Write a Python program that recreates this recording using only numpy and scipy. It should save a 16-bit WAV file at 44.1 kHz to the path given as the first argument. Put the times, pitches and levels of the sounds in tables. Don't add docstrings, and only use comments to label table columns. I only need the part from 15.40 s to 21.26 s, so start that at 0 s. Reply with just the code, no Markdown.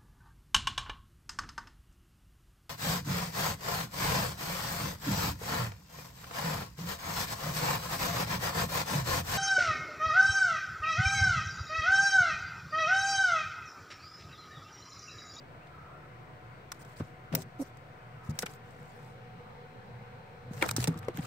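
import sys
import numpy as np
from scipy import signal
from scipy.fft import rfft, irfft
from scipy.io import wavfile
from scipy.ndimage import uniform_filter1d

SR = 44100
rng = np.random.default_rng(int(sys.argv[2]) if len(sys.argv) > 2 else 0)


def transcribe(u):
    v = np.clip(np.atleast_2d(u).T, -1, 1)
    q = np.round(v * 32767).astype(np.int16)
    wavfile.write(sys.argv[1], SR, q)


def natural_amplitude(level_db):
    exponent = np.asarray(level_db, float) / 20
    return 10 ** exponent


N = 258426
TURN_S = (2.44, 3.88)
EDGE_HZ = 15750


def evened(x):
    return x / np.sqrt(np.mean(x ** 2) + 1e-20)


def read(points, hz):
    f, value = np.transpose(points)
    return np.interp(np.log(hz + 1), np.log(f + 1), value)


def add(mix, s, sound):
    part = mix[:, round(s * SR):][:, :sound.shape[1]]
    part += sound[:, :part.shape[1]]


def panned(db):
    return natural_amplitude(np.array([[db / 2], [-db / 2]]))


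def resonate(x, hz, width_hz):
    turn = np.exp(2j * np.pi * np.cumsum(hz * np.ones(x.shape[-1])) / SR)
    r = np.exp(-np.pi * width_hz / SR)
    for _ in range(2):
        x = 2 * (turn * signal.lfilter([1 - r], [1, -r], x * turn.conj())).real
    return x


def resonate_once(x, hz, width_hz):
    turn = np.exp(2j * np.pi * hz * np.arange(1, x.shape[-1] + 1) / SR)
    r = np.exp(-np.pi * width_hz / SR)
    return 2 * (turn * signal.lfilter([1 - r], [1, -r], x * turn.conj())).real


def coloured(x, spectrum, tilt_db=0., top_hz=22000):
    hz = np.fft.rfftfreq(x.shape[-1], 1 / SR)
    db = read(spectrum, hz) + tilt_db * np.log2(np.maximum(hz, 2000) / 7000)
    return evened(irfft(rfft(x) * natural_amplitude(db) * (hz < top_hz), x.shape[-1]))


def ports(count):
    # hz, share
    alike = [(60, .995), (130, 1), (290, 0.6), (640, 0.5), (860, .3), (1050, 0), (15000, 0)]
    # hz, share
    from_left = [(800, 0), (1150, .38), (3800, .28), (5000, 0)]
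    delay_s = 0.00045
    a, b = rfft(rng.standard_normal((2, count)))
    hz = np.fft.rfftfreq(count, 1 / SR)
    same = np.clip(read(alike, hz), 0, 1)
    same = same + np.clip(read(from_left, hz), 0, 1) * np.exp(-2j * np.pi * hz * delay_s)
    other = np.sqrt(np.maximum(1 - abs(same) ** 2, 0))
    return irfft(np.array([a, same * a + other * b]), count)


def fan():
    # hz, level_db_per_hz
    air_before = [(12, -61), (20, -31), (37, -47), (60, -8.5), (148, -6.5), (212, -15.5), (478, -15),
                  (514, -15), (735, -15), (789, -20), (1000, -17.5), (1180, -18), (1330, -15.5),
                  (6000, -45.5), (7800, -68), (13200, -120)]
    # hz, level_db_per_hz
    air_after = [(12, -59), (20, -28), (43, -20), (82, -14), (114, -3.5), (251, -13.5), (297, -24),
                 (478, -10.5), (607, -19), (752, -16.5), (978, -18.5), (1540, -19.5), (1650, -21.5),
                 (6000, -45.5), (7800, -84), (13200, -120)]
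    # hz, left_right_db
    lean_table = [(60, -1), (110, -.6), (200, 0), (380, -0.5), (700, 3), (1290, 2), (2380, 4.5), (4400, -4),
                  (8120, 8), (15000, -18)]
    # pitch_hz, width_hz, before_db, after_db, left_right_db
    ducts = [(119, 5.4, -60, -57, -2), (145.8, 19, -61, -60.5, 1), (488.7, 27, -67.5, -59.5, -2),
             (888, 16, -74.5, -70, -6.5), (1019, 63, -69.5, -74, 10), (4080, 320, -105, -78, -2),
             (2080, 740, -69, -68, 3), (8200, 730, -89, -89, 14)]
    hz, t, z = signal.stft(ports(N + 2048), SR, nperseg=2048, noverlap=1536)
    patches = uniform_filter1d(rng.standard_normal(z.shape[1:]), 14, 0)
    patches = evened(uniform_filter1d(patches, 8, 1))
    turned = np.interp(t, TURN_S, [0, 1])
    level_db = np.outer(read(air_before, hz) - 1.5, 1 - turned) + np.outer(read(air_after, hz), turned)
    lean = read(lean_table, hz)[:, None] / 2
    z = z * natural_amplitude(level_db + 1.33 * patches + np.array([lean, -lean]))
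    out = natural_amplitude(-51.5) * evened(signal.istft(z, SR, nperseg=2048, noverlap=1536)[1][:, :N])
    share = np.interp(np.arange(N) / SR, TURN_S, [0, 1])
    for pitch_hz, width_hz, before_db, after_db, pan_db in ducts:
        tone = evened(resonate(ports(N), pitch_hz, width_hz))
        out = out + tone * natural_amplitude(before_db + share * (after_db - before_db)) * panned(pan_db)
    return out


def whine():
    # pitch_hz, level_db, left_right_db
    partials = [(744, -63.5, 4), (1496, -71, -2)]

    def wander():
        return evened(uniform_filter1d(uniform_filter1d(rng.standard_normal(N), 9000), 9000))

    shadow_db = np.interp(np.arange(N) / SR, TURN_S, [-2.5, 0])
    turns = np.cumsum(1 + 0.0035 * wander()) / SR
    out = np.zeros((2, N))
    for k, (hz, db, pan_db) in enumerate(partials):
        tone = np.sin(2 * np.pi * hz * turns + np.array([[0], [0.6 * k + .5]]))
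        out += np.sqrt(2) * natural_amplitude(db + 1.97 * wander() + shadow_db) * panned(pan_db) * tone
    return out


def rumble():
    # centre_s, peak_db, half_width_s, centre_hz
    swell_table = [
        (.4, -54.5, 0.18, 71),
        (2.07, -48.5, 0.3, 111),
        (3.5, -55, 0.15, 70),
        (5.3, -37.5, 0.21, 105),
        (5.65, -44, 0.11, 102),
    ]
    floor, floor_hz = natural_amplitude(-67), 140.0
    t = np.arange(N) / SR
    level, weighted_hz = floor, floor_hz * floor
    for s, db, half_s, hz in swell_table:
        swell = natural_amplitude(db) * np.exp(-((t - s) / half_s) ** 2)
        level = level + swell
        weighted_hz = weighted_hz + swell * hz
    low = resonate(ports(N), weighted_hz / level, 40.)
    return evened(low) * level * natural_amplitude(-7.5)


def squeak(s, length_s, db, start_hz, end_hz, width_hz, wavering):
    count = round(max(length_s, .02) * SR)
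    a, b, uneven, waver = rng.standard_normal((4, count))

    def slow(x):
        return evened(uniform_filter1d(x, 700))

    hz = np.linspace(start_hz, end_hz, count) * (1 + wavering * slow(waver))
    tone = evened(resonate(np.array([a, 0.55 * a + 0.99 * b]), hz, width_hz))
    return s, tone * natural_amplitude(db + slow(uneven)) * signal.windows.tukey(count, .4) * panned(1.5)


def squeaks():
    # start_s, length_s, level_db, start_hz, end_hz
    rubs = [
        (0.199, 0.069, -65, 2480, 2720),
        (0.297, 0.33, -56.5, 1286, 1325),
        (0.622, 0.047, -59, 1310, 1290),
        (2.8, 0.13, -64, 960, 980),
        (3.95, 0.21, -64, 1190, 1190),
        (5.498, 0.22, -58, 1240, 1200),
        (5.7, .05, -59, 1200, 1190),
        (5.826, 0.037, -55, 1260, 1280),
    ]
    return [squeak(*row, width_hz=170., wavering=.03) for row in rubs]


def tick(s, db, hz, lid_db, length_s, tilt_db):
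    # hz, level_db_per_hz
    click_colour = [(880, 2), (1500, 5), (2480, -12), (2830, -12), (3750, 3), (4730, -4), (5340, 1.5),
                    (7160, -6), (8160, -5.5), (10100, -11), (15300, -14.5), (15900, -17), (16700, -82)]
    t = np.arange(3000) / SR
    length_s = np.clip(length_s, .002, .03)
    rattle = (natural_amplitude(-9 * t / length_s) + .35 * np.exp(-t / .0007)) / (1 + (t / length_s) ** 6)
    tail = natural_amplitude(-22 - 60 * t / .07)
    uneven = evened(uniform_filter1d(rng.standard_normal(len(t)), 30))
    shape = (rattle + tail) * np.minimum(t / 0.00031, 1) * natural_amplitude(2.02 * uneven)
    top_hz = EDGE_HZ if db < -31 else 22000
    snap = coloured(rng.standard_normal((2, len(t))), click_colour, tilt_db, top_hz) * shape
    left, other = rng.standard_normal((2, len(t))) * shape
    blows = np.array([left, 0.21 * left + 1.04 * other])
    lid = resonate_once(blows, hz, 300.0 * (hz / 1500) ** 2.7) + 0.34 * resonate(blows, 1080.0, 1400.0)
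    lid = signal.sosfilt(signal.butter(2, [700., 3800.], "band", fs=SR, output="sos"), lid)
    snap = snap / abs(snap).max()
    lid = lid / abs(lid).max()
    return s, natural_amplitude(db) * panned(0.29) * (snap + natural_amplitude(lid_db) * lid * panned(1))


def taps():
    # start_s, peak_db, lid_hz, lid_re_snap_db, rattle_s
    tap_table = [(.271, -57.5, 2640, 9.5, 0.011), (1.599, -52.5, 1090, 14.5, 0.034),
                 (1.925, -50, 1900, 10.5, .01), (3.029, -39.5, 1470, 11.5, 0.013),
                 (3.062, -32.5, 2280, 3.5, 0.0094), (5.178, -48, 1540, 8, .006),
                 (5.192, -48, 1540, 3, .004), (5.213, -38, 2520, 8.5, 0.0096),
                 (5.223, -39, 2780, 14, 0.0082), (5.23, -42, 1290, 18.5, 0.018),
                 (5.542, -46, 1760, -2, 0.0059), (5.629, -50, 1700, 10, 0.0053),
                 (5.649, -55, 1230, 1, .0062), (5.683, -40.5, 2330, -6, 0.0085),
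                 (5.787, -56, 2480, 17, 0.014), (5.828, -50, 2470, 8, 0.0098), (5.851, -42, 2500, -1, .012),
                 (1.934, -47, 1080, 3, 0.0058), (1.603, -53, 706, 11, 0.0092)]
    return [tick(*row, tilt_db=-1) for row in tap_table]


def streaks():
    # start_s, length_s, level_db, start_hz, end_hz
    slides = [(2.183, .058, -69, 11600, 11300), (2.185, .03, -73, 6300, 6200),
              (2.205, .014, -63, 12400, 11800), (2.212, .025, -63, 6000, 5500),
              (2.265, .02, -75, 8900, 8200), (2.24, .012, -74, 4600, 4600), (2.255, .05, -79, 13000, 14500),
              (1.398, .032, -68, 8800, 8200), (1.403, .03, -70, 5600, 6200),
              (1.403, .025, -70, 15500, 15300), (1.562, .048, -68, 8300, 7800),
              (2.765, .1, -60, 1330, 1280), (3.102, .03, -69, 11000, 10800), (3.105, .02, -69, 7800, 8200),
              (2.005, .016, -58, 7600, 8600), (2.855, .07, -57, 1270, 1260), (.55, .1, -66, 1310, 1290)]
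    return [squeak(*row, width_hz=.055 * row[3], wavering=.008) for row in slides]


def flick(s, db, hz, width_hz, t60_s):
    t = np.arange(2500) / SR
    ring = resonate(rng.standard_normal((2, len(t))), hz, width_hz)
    ring = coloured(ring, [(100, 0), (20000, 0)], 0, EDGE_HZ)
    return s, natural_amplitude(db - 9 - 60 * t / t60_s) * np.minimum(t / .0006, 1) * ring * panned(1.5)


def flicks():
    # start_s, peak_db, ring_hz, width_hz, t60_s
    flick_table = [(1.3178, -27, 5860, 1000, 0.022), (1.321, -33, 5350, 1200, 0.02),
                   (1.9495, -15, 15200, 700, 0.031), (1.9497, -20, 5470, 600, 0.027),
                   (1.953, -27, 5440, 700, 0.027), (1.9505, -14, 14000, 900, .015),
                   (2.205, -48, 15500, 600, .02), (2.21, -57, 11700, 1000, .05),
                   (2.221, -49, 8400, 600, .015), (2.23, -50, 9500, 600, .015),
                   (2.213, -55, 5700, 900, .04), (2.896, -50, 7000, 1500, .05),
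                   (3.0, -27, 9000, 8000, .011), (3.0045, -30, 6000, 4000, .011),
                   (3.0105, -32, 11000, 6000, .011), (3.016, -32, 9000, 8000, .011),
                   (3.113, -60, 11000, 1200, .05), (3.147, -47, 14500, 3000, .012),
                   (5.311, -26, 6960, 1500, 0.024), (5.364, -21, 5460, 900, 0.036),
                   (5.427, -28, 3500, 1500, .015), (5.432, -37, 2980, 2000, .012),
                   (5.573, -46, 6000, 4000, .015), (5.59, -38, 12500, 4000, .02),
                   (5.648, -45, 6000, 1800, .015), (5.683, -48, 8300, 1200, .02),
                   (5.764, -37, 7100, 800, .02), (5.772, -34, 13900, 3500, .02),
                   (1.533, -56, 5500, 5000, .02), (1.3185, -32, 3400, 2500, .02),
                   (1.447, -50, 8280, 1210, .015), (1.592, -49, 7500, 2000, .05),
                   (1.405, -55, 5500, 1500, .05), (3.063, -40, 7500, 3000, .02),
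                   (5.291, -26, 3800, 1200, 0.017)]
    return [flick(*row) for row in flick_table]


def snaps():
    # start_s, peak_db, lid_hz, lid_re_snap_db, rattle_s
    snap_table = [(1.318, -28.5, 1030, -3, 0.009), (1.448, -47, 1390, -4, 0.0072),
                  (1.9504, -15, 1850, -11, 0.0071), (2.02, -32.5, 1270, -30, 0.0052),
                  (2.371, -47.5, 1580, -4, 0.0069), (2.989, -20, 1920, -12.5, 0.0061),
                  (2.993, -28, 1900, -14, 0.004), (3.023, -22.5, 1800, -9, 0.0088),
                  (3.0595, -32.5, 2100, -18, 0.009), (3.137, -43, 1220, -5, 0.0018),
                  (3.307, -53, 1510, -15, .012), (5.1345, -43, 1500, -6, 0.005),
                  (5.262, -30, 1200, -7, .0045), (5.289, -21.5, 1240, 1, 0.0062),
                  (5.311, -18, 1180, -13, 0.005), (5.364, -16.5, 1600, -13, .011),
                  (5.404, -25, 1360, -17, 0.0045), (5.441, -19, 2580, -5, 0.0065),
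                  (5.473, -22.5, 1890, -6, 0.011), (5.575, -42, 1680, -12, 0.011),
                  (5.588, -40.5, 1210, -23, .008), (5.76, -51, 1760, -10, .008),
                  (5.7725, -36, 1750, 5.5, 0.004), (5.283, -35, 1300, -17, .0044)]
    return [tick(*row, tilt_db=4 + 0.07 * (row[1] + 30)) for row in snap_table]


def drag(s, length_s, hiss_db, fall_db, lid_db, tilt_db):
    # hz, level_db_per_hz
    slip_colour = [(1470, -7.5), (2500, -7), (3280, -9.5), (4800, -5.5), (5070, -6), (5900, -7.5),
                   (6860, -7), (9960, -13.5), (15100, -12.5), (16000, -18), (16700, -46)]
    count = 2 * round(length_s * SR / 2)
    z = signal.stft(rng.standard_normal((2, count)), nperseg=256)[2]
    patches = uniform_filter1d(rng.standard_normal(z.shape[1:]), size=9, axis=0)
    patches = evened(uniform_filter1d(patches, size=3, axis=1))
    noise = signal.istft(z * natural_amplitude(3 * patches), nperseg=256)[1][:, :count]
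    noise = noise * natural_amplitude(2.5 * evened(uniform_filter1d(rng.standard_normal(count), 70)))
    hiss = coloured(noise, slip_colour, tilt_db, EDGE_HZ)
    lid = evened(resonate(noise, 780.0, 2600.0))
    shape = natural_amplitude(hiss_db - fall_db * np.linspace(-.5, .5, count)) * signal.windows.tukey(count, .55)
    return s, (hiss + natural_amplitude(lid_db) * lid) * shape * panned(1.1)


def rustles():
    # start_s, length_s, hiss_db, fall_over_stroke_db
    brushes = [(1.331, 0.061, -68, 6), (1.385, 0.056, -61, -4), (1.435, 0.13, -67.5, -4),
               (1.551, 0.086, -61, 6), (1.615, 0.12, -70.5, 7), (1.946, 0.097, -51.5, 0),
               (2.181, 0.055, -62, -7), (2.226, 0.093, -67, 11), (2.991, 0.049, -54, -3),
               (3.15, .66, -70, -3), (5.364, 0.091, -43.5, -4)]
    return [drag(*row, lid_db=-13, tilt_db=-0.6) for row in brushes]


def thud(s, db, hz, t60_s, pan_db):
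    lag_s = 1.5e-5 * np.maximum([[-pan_db], [pan_db]], 0)
    t = np.maximum(np.arange(9000) / SR - lag_s, 0)
    rise_s = 0.05 * t60_s + 0.41 / hz
    shape = np.sin(np.pi / 2 * np.minimum(t / rise_s, 1)) ** 2
    shape = shape * natural_amplitude(-60 * np.maximum(t - rise_s, 0) / t60_s)
    swing = np.sin(2 * np.pi * hz * t)
    swing = swing + 0.25 * np.sin(2 * np.pi * (1.5 * hz * t + rng.random()))
    swing = swing + 0.27 * np.sin(2 * np.pi * 0.614 * hz * t)
    jostle = evened(resonate(ports(t.shape[1]), 2.0 * hz, 4.2 * hz))
    return s, natural_amplitude(db) * panned(pan_db) * shape * (swing + 0.19 * jostle * np.clip(hz / 320, 0, 1))


def thuds():
    # start_s, peak_db, pitch_hz, t60_s
    landings = [(1.453, -42, 148, .035), (1.599, -29, 102, 0.12), (1.6, -30, 153, 0.1),
                (1.925, -25.5, 161.7, .2), (1.962, -31, 123, 0.086), (2.888, -24.5, 119, .067),
                (2.888, -31, 92, 0.088), (2.898, -31, 152.7, 0.16), (3.03, -32, 183, 0.054),
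                (5.109, -30, 161, 0.038), (5.159, -39.5, 140, 0.2), (5.253, -36, 127.2, 0.38),
                (5.329, -34.5, 151, 0.21), (5.379, -28.5, 123, 0.34), (5.474, -21.5, 162.6, 0.17),
                (5.556, -30.5, 166, 0.069), (5.744, -39, 165, 0.089), (5.788, -23.5, 161, 0.058),
                (5.826, -38, 119, 0.16)]
    return [thud(*row, pan_db=0.7) for row in landings]


def contacts():
    # start_s, peak_db, pitch_hz, t60_s, left_right_db
    contact_table = [
        (1.6065, -27, 260, .02, 0),
        (1.6, -38, 520, .015, 0),
        (5.381, -32, 900, .01, 2),
        (2.198, -50, 800, .03, 0),
    ]
    return [thud(*row) for row in contact_table]


def more_flicks():
    # start_s, peak_db, ring_hz, width_hz, t60_s
    more_flick_table = [(5.1355, -42, 13500, 3500, .012), (5.141, -42, 5500, 4000, .018),
                        (5.176, -46, 9000, 9000, .012), (5.192, -44, 4800, 2000, .015),
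                        (5.2135, -36, 12000, 8000, .015), (5.284, -32, 14000, 3000, .025),
                        (5.235, -38, 14500, 2500, .025), (5.417, -36, 7000, 5000, .012),
                        (5.426, -34, 7500, 4000, .015), (3.115, -50, 11000, 9000, .01),
                        (3.308, -54, 8200, 1200, .02), (3.308, -58, 9600, 900, .015),
                        (2.198, -54, 3500, 1200, .03), (5.683, -46, 13000, 4000, .015),
                        (2.834, -58, 6000, 5000, .012), (2.955, -56, 6000, 5000, .012),
                        (1.5995, -44, 900, 900, .02), (2.032, -46, 9000, 9000, .012),
                        (2.9895, -22, 6000, 1800, .035), (5.396, -36, 8000, 8000, .01),
                        (5.245, -41, 6000, 6000, .01), (5.253, -38, 9000, 8000, .01)]
    return [flick(*row) for row in more_flick_table]


def knocks():
    # start_s, peak_db, pitch_hz, t60_s, left_right_db
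    knock_table = [(1.602, -34, 320, 0.047, -2), (1.929, -40, 277, 0.23, 8), (1.935, -37.5, 656, 0.095, 8),
                   (3.03, -29, 475, 0.035, -1.5), (5.222, -24.5, 324, 0.043, -3),
                   (5.224, -31.5, 510, 0.077, -2), (5.225, -24, 977, 0.028, -4),
                   (5.2242, -13, 2260, .01, 4), (5.225, -23.5, 1770, 0.017, 13),
                   (5.381, -24, 246, 0.03, -.5), (5.474, -29.5, 477, 0.035, 8),
                   (5.476, -35.5, 855, 0.048, 5), (5.48, -28.5, 270.5, 0.11, -5),
                   (5.683, -18, 470, 0.019, 3), (5.697, -38, 467, 0.021, 3), (5.781, -31, 278, 0.055, -1),
                   (1.941, -37, 396, 0.03, 11), (1.604, -41, 590, 0.029, -1)]
    return [thud(*row) for row in knock_table]


def more_knocks():
    # start_s, peak_db, pitch_hz, t60_s, left_right_db
    more_knock_table = [(1.917, -37.5, 230, 0.065, 8), (1.932, -39.5, 530, 0.15, 9),
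                        (1.971, -46.5, 380, 0.26, 4), (1.972, -42.5, 640, .1, 7), (1.984, -47, 780, .05, 5),
                        (2.055, -46.5, 216, .1, 4), (1.7, -59, 240, 0.15, 3), (5.226, -22.5, 1380, .015, 4),
                        (5.38, -34.5, 1180, 0.015, 8), (5.292, -27.5, 2420, 0.016, 3),
                        (5.549, -45, 320, 0.15, -2), (5.69, -34.5, 350, .06, 0), (5.785, -42.5, 790, 0.063, 3),
                        (1.96, -43.5, 510, .12, 0), (1.953, -38, 1470, .02, 3)]
    return [thud(*row) for row in more_knock_table]


def scrapes():
    # start_s, length_s, hiss_db, fall_over_stroke_db, lid_re_hiss_db
    scrape_table = [(1.919, 0.032, -54, -4, 9), (2.83, 0.065, -65, -3, 3), (2.889, 0.032, -55, 6, -4),
                    (2.93, 0.061, -66, -4, 9), (3.049, .14, -61, 12, 0), (5.095, 0.135, -57, -14, -2),
                    (5.204, 0.081, -46, 10, 8.5), (5.258, 0.075, -50, -7, 3.5), (5.325, 0.039, -61, 0, 2),
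                    (5.438, 0.032, -49, 20, 1.5), (5.478, 0.061, -60.5, 14, 7), (5.503, .11, -71, 7, 15.5),
                    (5.595, .15, -76.5, 6, 21), (5.731, 0.073, -56, -13, 1),
                    (5.781, 0.09, -55.5, -16, -0.5)]
    return [drag(*row, tilt_db=-1) for row in scrape_table]


GRUNT_S, GRUNT_LENGTH_S, GRUNT_DB = 2.192, 0.041, -28.5


def grunt():
    # hz, level_db_per_hz
    nose = [(2060, -44), (3500, -17), (5500, -2), (7820, -6), (8540, -2), (10200, -6), (11700, 0),
            (14100, -32), (15700, -7)]
    s = np.arange(0, GRUNT_LENGTH_S, 1 / SR)
    u = s / GRUNT_LENGTH_S
    level = np.minimum(s / 0.012, 1) * np.minimum((GRUNT_LENGTH_S - s) / 0.0062, 1)
    level = level * natural_amplitude(GRUNT_DB - 8.5 * u)
    pitch_hz = 267.5 * (1 + 0.33 * np.exp(-s / 0.0066))
    a = 2 * np.pi * np.cumsum(pitch_hz) / SR
    upper = np.cos(2 * a) + 0.12 * np.cos(3 * a) + 0.095 * np.cos(4 * a) + 0.081 * np.cos(5 * a)
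    voice = np.cos(a) + natural_amplitude(-24 + 22.5 * u ** 2) * upper
    t = np.arange(3000) / SR
    out = natural_amplitude(-52) * coloured(rng.standard_normal((2, 3000)), nose, 0, EDGE_HZ)
    out = out * np.exp(-((t - .04) / 0.015) ** 2)
    add(out, .012, np.sqrt(2) * level * voice * panned(-2.5))
    return GRUNT_S - .012, out


def rasp():
    count = round(GRUNT_LENGTH_S * SR)
    air = resonate(ports(4000), 470, 450.)[:, :count]
    return GRUNT_S, evened(air) * natural_amplitude(GRUNT_DB - 17) * signal.windows.tukey(count, .45)


def scene():
    near = np.zeros((2, N))
    for sound in taps() + snaps() + rustles() + thuds() + knocks() + scrapes() + [grunt()]:
        add(near, *sound)
    near = near + 0.44 * resonate(near, 15000.0, 1510.0)
    near = near + 0.63 * resonate(near, 8150.0, 1700.0)
    near = signal.sosfilt(signal.butter(2, 65., "high", fs=SR, output="sos"), near)
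    mix = fan() + whine() + rumble() + near
    for sound in squeaks() + streaks() + flicks() + contacts() + more_flicks() + more_knocks() + [rasp()]:
        add(mix, *sound)
    return mix


def top_cut(x):
    return signal.sosfilt(signal.butter(12, 16650, fs=SR, output="sos"), x)


def record(dry):
    # hz, level_db_per_hz
    self_noise = [(2400, -14), (3200, -2), (4500, -2.5), (4870, -7), (7200, -7.5), (8300, -10.5),
                  (10700, -14.5), (15000, -9), (15700, -7)]
    hiss = coloured(rng.standard_normal(dry.shape), self_noise, 0, EDGE_HZ) * natural_amplitude(-74.8) * panned(1.3)
    low_pass = signal.firwin(127, 16150, window=("kaiser", 9), fs=SR)
    dry = signal.oaconvolve(dry, low_pass[None], "same")
    return top_cut(dry + hiss - .0006)


dry = scene()
out = record(dry)
transcribe(out)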